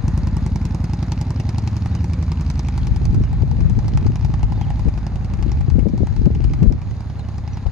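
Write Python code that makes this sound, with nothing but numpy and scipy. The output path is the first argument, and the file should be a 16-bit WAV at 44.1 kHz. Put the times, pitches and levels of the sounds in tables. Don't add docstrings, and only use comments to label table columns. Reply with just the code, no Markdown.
import sys
import numpy as np
from scipy import signal
from scipy.fft import rfft, irfft
from scipy.io import wavfile
from scipy.ndimage import uniform_filter1d

SR = 44100
rng = np.random.default_rng(int(sys.argv[2]) if len(sys.argv) > 2 else 0)


def file_out(sig):
    cols = np.atleast_2d(sig).T
    lim = np.clip(cols, -1, 1)
    pcm = np.round(lim * 32767).astype(np.int16)
    wavfile.write(sys.argv[1], SR, pcm)


N = 340011

# t/s, rate/(cycles/s)
CYCLE_RATE = [(0, 10.42), (.3, 10.441), (1.1, 10.785), (2.3, 10.924), (2.6, 10.858), (4, 10.881),
              (4.2, 10.968), (4.9, 11.005), (5.35, 11.169), (5.5, 10.917), (6.7, 10.656), (7.71, 10.568)]
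# t/s, throttle/(0 to 1), swell of the crack/dB
THROTTLE = [(0, 0.44, -4.5), (.6, 0.32, -1), (1.5, 0.56, 4), (2.1, 0.46, 1.5), (2.5, 0.51, 6),
            (3.4, 0.44, -1.5), (4, 0.73, 6.5), (4.5, 0.91, 4.5), (5.1, 0.85, 1.5), (5.5, 0.66, 5.5),
            (6, 0.57, 1), (6.5, 0.54, 7), (7, 0.39, -0.5), (7.71, 0.83, 4.5)]
# firing place/cycle, f/Hz, t60/s, relative push (negative where the wave leaves as a dip)
PIPE_MODES = [(-.035, 104.3, .35, -.4), (-.031, 168.6, .075, 1.76), (-.048, 188.8, .105, 1.2),
              (0, 62, .13, .9), (-.018, 326, .037, -.63), (-.016, 245, .126, .17), (.554, 82, .079, -3.1),
              (.551, 196.6, .21, .35), (.545, 56.7, .033, 4.8), (.546, 283.5, .051, -.52),
              (.565, 217, .065, -.6)]
# place/cycle, relative level/dB, decay constant/ms, cutoff f/Hz
GAS_PUFFS = [(-.014, -1, 2.2, 14000), (0, -3, 4.5, 2500), (.04, -12.5, 4, 7000), (.12, -17, 5, 7000),
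             (.39, -20, 6, 9000), (.582, -7, 3, 4500), (.73, -11, 3, 4000), (.88, -19, 4, 4000)]
# f/Hz, relative level/dB
CRACK_COLOUR = [(300, -15.5), (900, -1), (1600, -15.5), (2470, -11), (3300, -16.5), (5000, -10),
                (6500, -16), (8000, -22.5), (10700, -27.5), (12400, -34)]
# f/Hz, gain/dB
THUMP_COLOUR = [(22, -34), (34, -11), (46, 3), (210, -2), (300, -5), (370, -5), (430, -16), (700, -37),
                (1500, -71.5)]
# tilt/(share of the treble fade), lower f/Hz, upper f/Hz
CRACK_BANDS = [(-.3, 950, 1900), (-.7, 1900, 3000), (-.1, 3000, 4400), (.5, 4400, 6800), (1, 6800, 15000)]
# t/s, far lag/ms, far level/dB, near lag/ms, near level/dB
HOUSE_FRONTS = [(0, 94, -24, 53, -26), (.9, 87.5, -17, 49, -22), (1.4, 84, -8, 47, -22),
                (1.8, 82.3, -3.5, 45, -20), (2.3, 79, -1.5, 42, -18), (2.8, 76, -1, 39, -16),
                (3.8, 73.5, -3, 38, -10), (5.2, 70, -5, 34.1, -10), (7.1, 66, -9, 28, -12),
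                (7.7, 64, -9, 27, -12)]
# f/Hz, gain/dB
FRONT_COLOUR = [(220, 0), (350, -6), (800, -11), (2500, -8), (10000, -16)]
# f/Hz, relative level/dB
TAIL_COLOUR = [(60, -6.5), (250, -1.5), (500, 7.5), (900, 6.5), (2500, 4.0), (12000, -14.0)]
# f/Hz, relative level/dB
HISS_COLOUR = [(250, -6), (450, -9.5), (680, -12.5), (850, -12.5), (1300, -17.5), (1800, -19),
               (2400, -24.5), (3100, -31.5), (4000, -24.5), (5000, -30.5), (5800, -40), (6600, -28.5),
               (7700, -52), (9000, -45.5), (11000, -47.5), (12400, -53.5)]
# t/s, level/dB
WIND_LEFT = [(0, -20.5), (.8, -32), (1.25, -45), (1.55, -28.5), (1.95, -33), (2.2, -43), (2.65, -36),
             (2.85, -20), (3.7, -16.5), (4.6, -22.5), (5.3, -24), (5.45, -20.5), (5.9, -11.5), (6.6, -14.5),
             (6.74, -16), (6.78, -30), (7.1, -39), (7.55, -24.5), (7.71, -32)]
# t/s, level/dB
WIND_RIGHT = [(0, -33), (1, -52), (2.6, -42), (2.95, -26), (3.15, -11.5), (3.35, -21.5), (3.6, -26.5),
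              (3.9, -16), (4.25, -23), (4.6, -23), (5.3, -29.5), (5.55, -22), (5.9, -28), (6.3, -15),
              (6.75, -18), (7, -28), (7.5, -29), (7.71, -38)]
# start t/s, peak level/dB, hold/s
BUFFETS = [(2.874, -13.5, 0.045), (3.09, -15.5, 0.11), (3.582, -11, 0.13), (3.727, -10, 0.066),
           (4.051, -8, 0.032), (4.851, -11, 0.024), (5.388, -15.5, 0.11), (5.737, -15, 0.13),
           (5.991, -14, 0.12), (6.266, -21, 0.085), (6.436, -14, 0.064), (6.627, -8, 0.09)]
# t/s, peak level/dB, time scale/ms, starting f/Hz, port (0 left, 1 right)
SLAPS = [(3.012, -14.5, 14, 203, 1), (3.127, -11, 16, 150, 0), (3.13, -10, 12, 120, 1),
         (3.169, -6, 9.1, 85, 0), (3.33, -13, 9.7, 110, 1), (3.413, -3.5, 13.5, 100, 0),
         (3.432, -9, 6.7, 262, 0), (3.585, -11.5, 6, 220, 0), (3.611, -10, 7.4, 230, 0),
         (3.622, -5, 8.3, 75, 0), (3.654, 0, 10.3, 90, 0), (3.698, -7, 12, 120, 0),
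         (3.764, -2.5, 15, 75, 0), (3.946, -1.5, 13.3, 85, 0), (4.057, -14, 12, 90, 0),
         (4.088, -5.5, 15, 130, 0), (4.292, -9, 10.3, 170, 0), (4.428, -1.5, 15, 70, 0),
         (4.867, -10, 20, 130, 0), (5.682, -4, 6.8, 190, 0), (5.712, -1.5, 15, 65, 0),
         (5.755, 0, 6.7, 210, 0), (5.782, -3, 9.2, 260, 0), (5.824, -8, 7.2, 180, 0),
         (5.855, -9.5, 8.4, 300, 0), (5.866, -2.5, 8.8, 260, 0), (5.892, -12.5, 10, 230, 0),
         (5.933, -5.5, 10, 260, 0), (6.005, -11, 2.8, 350, 0), (6.013, -0.5, 17, 75, 0),
         (6.031, -5.5, 5, 260, 0), (6.214, -6.5, 5.7, 200, 0), (6.19, -2, 11, 85, 0),
         (6.261, 2.5, 11.6, 260, 0), (6.302, -8.5, 9.4, 230, 0), (6.315, -11, 10, 100, 0),
         (6.357, -7, 7.7, 180, 0), (6.4, -12.5, 4.9, 300, 0), (6.448, -3, 6.9, 85, 0),
         (6.618, 1.5, 10.8, 230, 0), (6.637, -6.5, 10.8, 240, 0), (6.659, -1, 4.2, 250, 0),
         (6.667, 6, 19, 75, 0), (6.7, -10, 13, 301, 0), (6.714, -7.5, 5, 230, 1),
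         (6.734, -14.5, 5.2, 230, 1), (7.652, -7, 23, 55, 0), (7.661, -14, 0.35, 230, 0)]
# f/Hz, relative level/dB
RUMBLE_COLOUR = [(18, -33.0), (32, 7.5), (52, 11.5), (90, 10.0), (140, 7.5), (220, -14.5), (400, -59.0),
                 (1000, -120)]
# f/Hz, relative level/dB
FLUTTER_COLOUR = [(100, -29), (190, 4.0), (350, -6.0), (600, -26.5), (1000, -51.5), (2000, -71), (4000, -130)]
# t/s, length/s, start f/Hz, middle f/Hz, end f/Hz, level/dB
CHIRPS = [(1.462, .03, 4700, 3900, 3400, -55), (1.565, .03, 3700, 3650, 3600, -58),
          (1.884, .016, 4300, 4400, 4550, -58), (1.912, .027, 3750, 3700, 3650, -54),
          (1.94, .02, 3800, 3950, 3650, -56), (1.962, .04, 2850, 3050, 2450, -55),
          (1.975, .022, 3700, 3800, 3850, -57), (1.988, .036, 4600, 6000, 4600, -56),
          (2.80, .042, 3300, 3300, 2850, -57), (3.178, .03, 3500, 3750, 3600, -58),
          (3.213, .047, 4600, 6100, 3800, -56), (3.24, .04, 3100, 2900, 2750, -58),
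          (3.31, .034, 3400, 3900, 3700, -59), (4.54, .038, 3550, 3650, 3600, -57),
          (4.572, .022, 4550, 4600, 4650, -59), (4.594, .018, 3500, 3650, 3800, -54),
          (4.612, .038, 3150, 3250, 2800, -50), (4.644, .014, 4050, 4200, 4450, -57),
          (4.675, .025, 3150, 3200, 3100, -59), (7.183, .033, 4200, 4050, 3400, -52.5),
          (7.238, .02, 3100, 3000, 2950, -58), (7.52, .04, 5700, 6300, 4600, -52.5)]
# f/Hz, left-right correlation
LIKENESS = [(200, 1), (600, 0.9), (1200, 0.72), (2600, 0.62), (5600, 0.6), (9000, .65), (12000, 0.85)]
# f/Hz, lead of the left port/rad
PORT_LEAD = [(200, 0), (860, -.4), (3000, 0), (3700, -1.4), (6400, -.9), (7000, -.4), (9900, -1.2),
             (12000, -.2)]
# f/Hz, left minus right level/dB
PORT_DIFFERENCE = [(100, -0.55), (350, 1), (700, -0.5), (1100, -3), (2000, 2), (4000, -1), (12000, -1)]

FIRST_CYCLE = -.85
START_M, SPEED_M_S = 20, 6.62
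THUMP_DB, MOUTH_DB = -18.5, -48.5
THUMP_OPEN_DB, MOUTH_OPEN_DB = 3.5, 15.5
CRACK_DB = -51
DULLING, BODY_HZ = 0.18, 156
MOUTH_HZ, MOUTH_SAG_HZ_PER_S, MOUTH_T60_S = 860, 6, .02
HISS_DB, HISS_FADE = -41, 0.35
BUFFET_RISE_S, BUFFET_FALL_S = 0.0054, 0.018
RUMBLE_LUMP_DB = 1.3
FLUTTER_DB, FLUTTER_GROWTH = -29.5, 1.34
SLAP_SAG, SLAP_WOBBLE = 0.17, 0.27
BIRD_ECHO_S, BIRD_ECHO_DB = .007, -6
TOP_HZ = 12500


def undb(db):
    return 10 ** (np.asarray(db) / 20)


def unit(x):
    return x / np.sqrt(np.mean(x ** 2))


def curves(table):
    s, *columns = np.transpose(table)
    return [np.interp(np.arange(N) / SR, s, c) for c in columns]


def over_hz(table):
    hz, value = np.transpose(table)
    return np.interp(np.log(np.arange(N // 2 + 1) * SR / N + 1), np.log(hz + 1), value)


def colour(x, table):
    return irfft(rfft(x) * undb(over_hz(table)), N)


def decay(x, time_s):
    return signal.lfilter([1], [1, -np.exp(-1 / time_s / SR)], x)


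def ring(x, hz, t60):
    turn = np.exp(2j * np.pi * np.cumsum(hz * np.ones(N)) / SR)
    return (turn * decay(x / turn, t60 / np.log(1000))).imag


def band(x, lo_hz, hi_hz, order=2):
    return signal.sosfilt(signal.butter(order, [lo_hz, hi_hz], "band", fs=SR, output="sos"), x)


def walk(rate):
    k = int(SR / rate)
    held = np.repeat(rng.standard_normal(N // k + 1), k)
    return 2.32 * uniform_filter1d(held, k)[:N]


def wide_noise():
    c = np.clip(over_hz(LIKENESS), 0, 1)
    mid, side = rfft(rng.standard_normal((2, N)))
    pair = np.sqrt(1 + c) * mid + np.sqrt(1 - c) * side * np.array([[1], [-1]])
    return irfft(pair, N) / np.sqrt(2)


def strokes(place, scatter_db, scatter_ms):
    done, s = FIRST_CYCLE + np.cumsum(curves(CYCLE_RATE)[0]) / SR, np.arange(N) / SR
    cycle = np.arange(np.floor(done[0]), done[-1]) + place
    chance = rng.standard_normal((len(cycle), 2))
    when_s = np.interp(cycle, done, s, -1, -1) + chance[:, 0] * scatter_ms / 1000
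    at = (when_s * SR).astype(int)
    keep = (at >= 0) & (at < N)
    out = np.zeros(N)
    out[at[keep]] = undb(scatter_db * chance[keep, 1])
    return out


def distance_db():
    return -20 * np.log10(1 + SPEED_M_S * np.arange(N) / SR / START_M)


def pipe_thump():
    thump = sum(push * ring(strokes(place, .4, .04), hz, t60) for place, hz, t60, push in PIPE_MODES)
    thump = colour(thump, THUMP_COLOUR)
    upper = signal.lfilter(*signal.butter(1, BODY_HZ, 'high', fs=SR), thump)
    return thump + (undb(DULLING * distance_db()) - 1) * upper


def gas_bursts():
    noise, gas, knock = wide_noise(), 0, 0
    for place, db, ms, top_hz in GAS_PUFFS:
        blow = undb(db) * strokes(place, .8, .35)
        gate = uniform_filter1d(decay(blow, ms / 1000), size=50)
        gas = gas + signal.lfilter(*signal.butter(2, top_hz, fs=SR), gate * noise)
        knock = knock + blow
    return gas, knock


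def gas_crack(gas):
    crack = colour(gas, CRACK_COLOUR)
    crack = crack / np.std(band(crack, 2470, 10950))
    top_fade_db = np.linspace(3.1, -3.1, N)
    out = 0
    for k, (tilt, lo, hi) in enumerate(CRACK_BANDS):
        gain = undb(1.3 * walk(45) + tilt * top_fade_db)
        out = out + gain * (-1) ** k * band(crack, lo, hi)
    return out


def mouth_ring(gas, knock):
    push = band(unit(knock) + .15 * unit(gas), 500, 1400)
    return ring(push, MOUTH_HZ - MOUTH_SAG_HZ_PER_S * np.arange(N) / SR, MOUTH_T60_S)


def motorcycle():
    throttle, crack_db = curves(THROTTLE)
    thump = undb(THUMP_DB + THUMP_OPEN_DB * throttle) * unit(pipe_thump())
    gas, knock = gas_bursts()
    crack = undb(CRACK_DB + crack_db) * gas_crack(gas)
    mouth = undb(MOUTH_DB + MOUTH_OPEN_DB * throttle) * unit(mouth_ring(gas, knock))
    return undb(distance_db()) * (thump + crack + mouth)


def house_fronts(bike):
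    far_ms, far_db, near_ms, near_db = curves(HOUSE_FRONTS)
    dull = colour(bike, FRONT_COLOUR)
    i = np.arange(N)
    out = 0
    for ms, db in ((far_ms, far_db), (near_ms, near_db)):
        echo = np.array([np.interp(i - ms * SR / 1000, i, ear, 0) for ear in dull])
        out = out + undb(db) * echo
    return out


def street_tail(bike):
    t = np.arange(SR // 2) / SR
    envelope = np.exp(-np.log(1000) * t / 1.0) * np.minimum(t / 0.012, 1)
    tail = colour(wide_noise(), TAIL_COLOUR)[:, :len(t)] * envelope
    tail = tail / np.sqrt(np.sum(tail ** 2) / 2)
    return undb(-17.5) * signal.fftconvolve(bike, tail, axes=1)[:, :N]


def street_hiss():
    noise = colour(wide_noise(), HISS_COLOUR)
    bands = 0
    for k, lo in enumerate(150 * 2. ** np.arange(7)):
        flicker = undb(.3 * walk(2.5) + .7 * walk(14))
        bands = bands + flicker * (-1) ** k * band(noise, lo, 2 * lo)
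    return undb(HISS_DB + HISS_FADE * distance_db()) * unit(bands)


def port_turbulence(db):
    lumps = walk(30)
    rumble = colour(rng.standard_normal(N), RUMBLE_COLOUR)
    eddies = colour(rng.standard_normal(N), FLUTTER_COLOUR)
    rumble = unit(rumble * undb(RUMBLE_LUMP_DB * lumps))
    flutter = unit(eddies * undb(2. * lumps + 3 * walk(70)))
    return undb(db) * rumble + undb(FLUTTER_DB + FLUTTER_GROWTH * (db + 14.5)) * flutter


def eddy_slap(ms, hz):
    t = np.arange(SR // 12) / SR
    u = t * 1000 / ms
    wander = SLAP_WOBBLE * np.repeat(rng.standard_normal(len(t) // 128 + 1), 128)[:len(t)]
    phase = 2 * np.pi * hz * np.cumsum(np.exp(-SLAP_SAG * u) + wander) / SR
    envelope = np.minimum(u / 0.24, 1) * np.exp(-(u / 1.48) ** 3)
    slap = band(envelope * (np.sin(phase) + 0.15 * np.sin(2.3 * phase)), 30, 750)
    return slap / np.abs(slap).max()


def wind():
    now = np.arange(N) / SR
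    swells = 0
    for s, db, hold in BUFFETS:
        corners = np.cumsum([s, BUFFET_RISE_S, hold, BUFFET_FALL_S])
        swells = swells + undb(db) * np.interp(now, corners, [0, 1, 1, 0])
    left_db = 20 * np.log10(np.hypot(undb(curves(WIND_LEFT)[0]), swells))
    out = np.array([port_turbulence(db) for db in (left_db, curves(WIND_RIGHT)[0])])
    for s, db, ms, hz, port in SLAPS:
        slap = undb(db) * eddy_slap(ms, hz)
        i = int(s * SR)
        out[int(port > .5), i:i + len(slap)] += slap[:N - i]
    return out


def birds():
    out, ragged = np.zeros(N), walk(260)
    for s, length, hz0, hz1, hz2, db in CHIRPS:
        u = np.linspace(0, 1, int(length * SR))
        i = int(s * SR)
        here = slice(i, i + len(u))
        hz = uniform_filter1d(np.interp(u, [0, .5, 1], [hz0, hz1, hz2]), len(u) // 3)
        hz = hz * (1 + .012 * ragged[::-1][here])
        envelope = undb(db + 2.2 * ragged[here]) * np.sqrt(np.sin(np.pi * u) + 1e-9)
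        out[here] += envelope * np.sin(2 * np.pi * np.cumsum(hz) / SR)
    return out + undb(BIRD_ECHO_DB) * np.roll(out, int(BIRD_ECHO_S * SR))


def scene():
    bike = motorcycle()
    air = bike + house_fronts(bike) + street_tail(bike) + street_hiss() + birds()
    half = undb(over_hz(PORT_DIFFERENCE) / 2) * np.exp(.5j * over_hz(PORT_LEAD))
    ends = np.linspace(air[:, 0], air[:, -1], N).T
    far = irfft(rfft(air - ends) * np.array([half, 1 / half]), N) + ends
    return far + wind()


def record(dry):
    a = 1 / (.06 * SR)
    loudest = np.max(dry ** 2, axis=0)
    power = signal.lfilter([a], [1, a - 1], loudest, zi=[undb(-17) ** 2])[0]
    x = np.maximum(power / undb(-14.0) ** 2, 1) ** -.15 * dry
    x = x / (1 + x ** 6) ** (1 / 6)
    start = x[:, :1]
    top_cut = signal.ellip(8, .2, 40, TOP_HZ, fs=SR, output="sos")
    return start + signal.sosfilt(top_cut, x - start)


dry = scene()
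out = record(dry)
file_out(out)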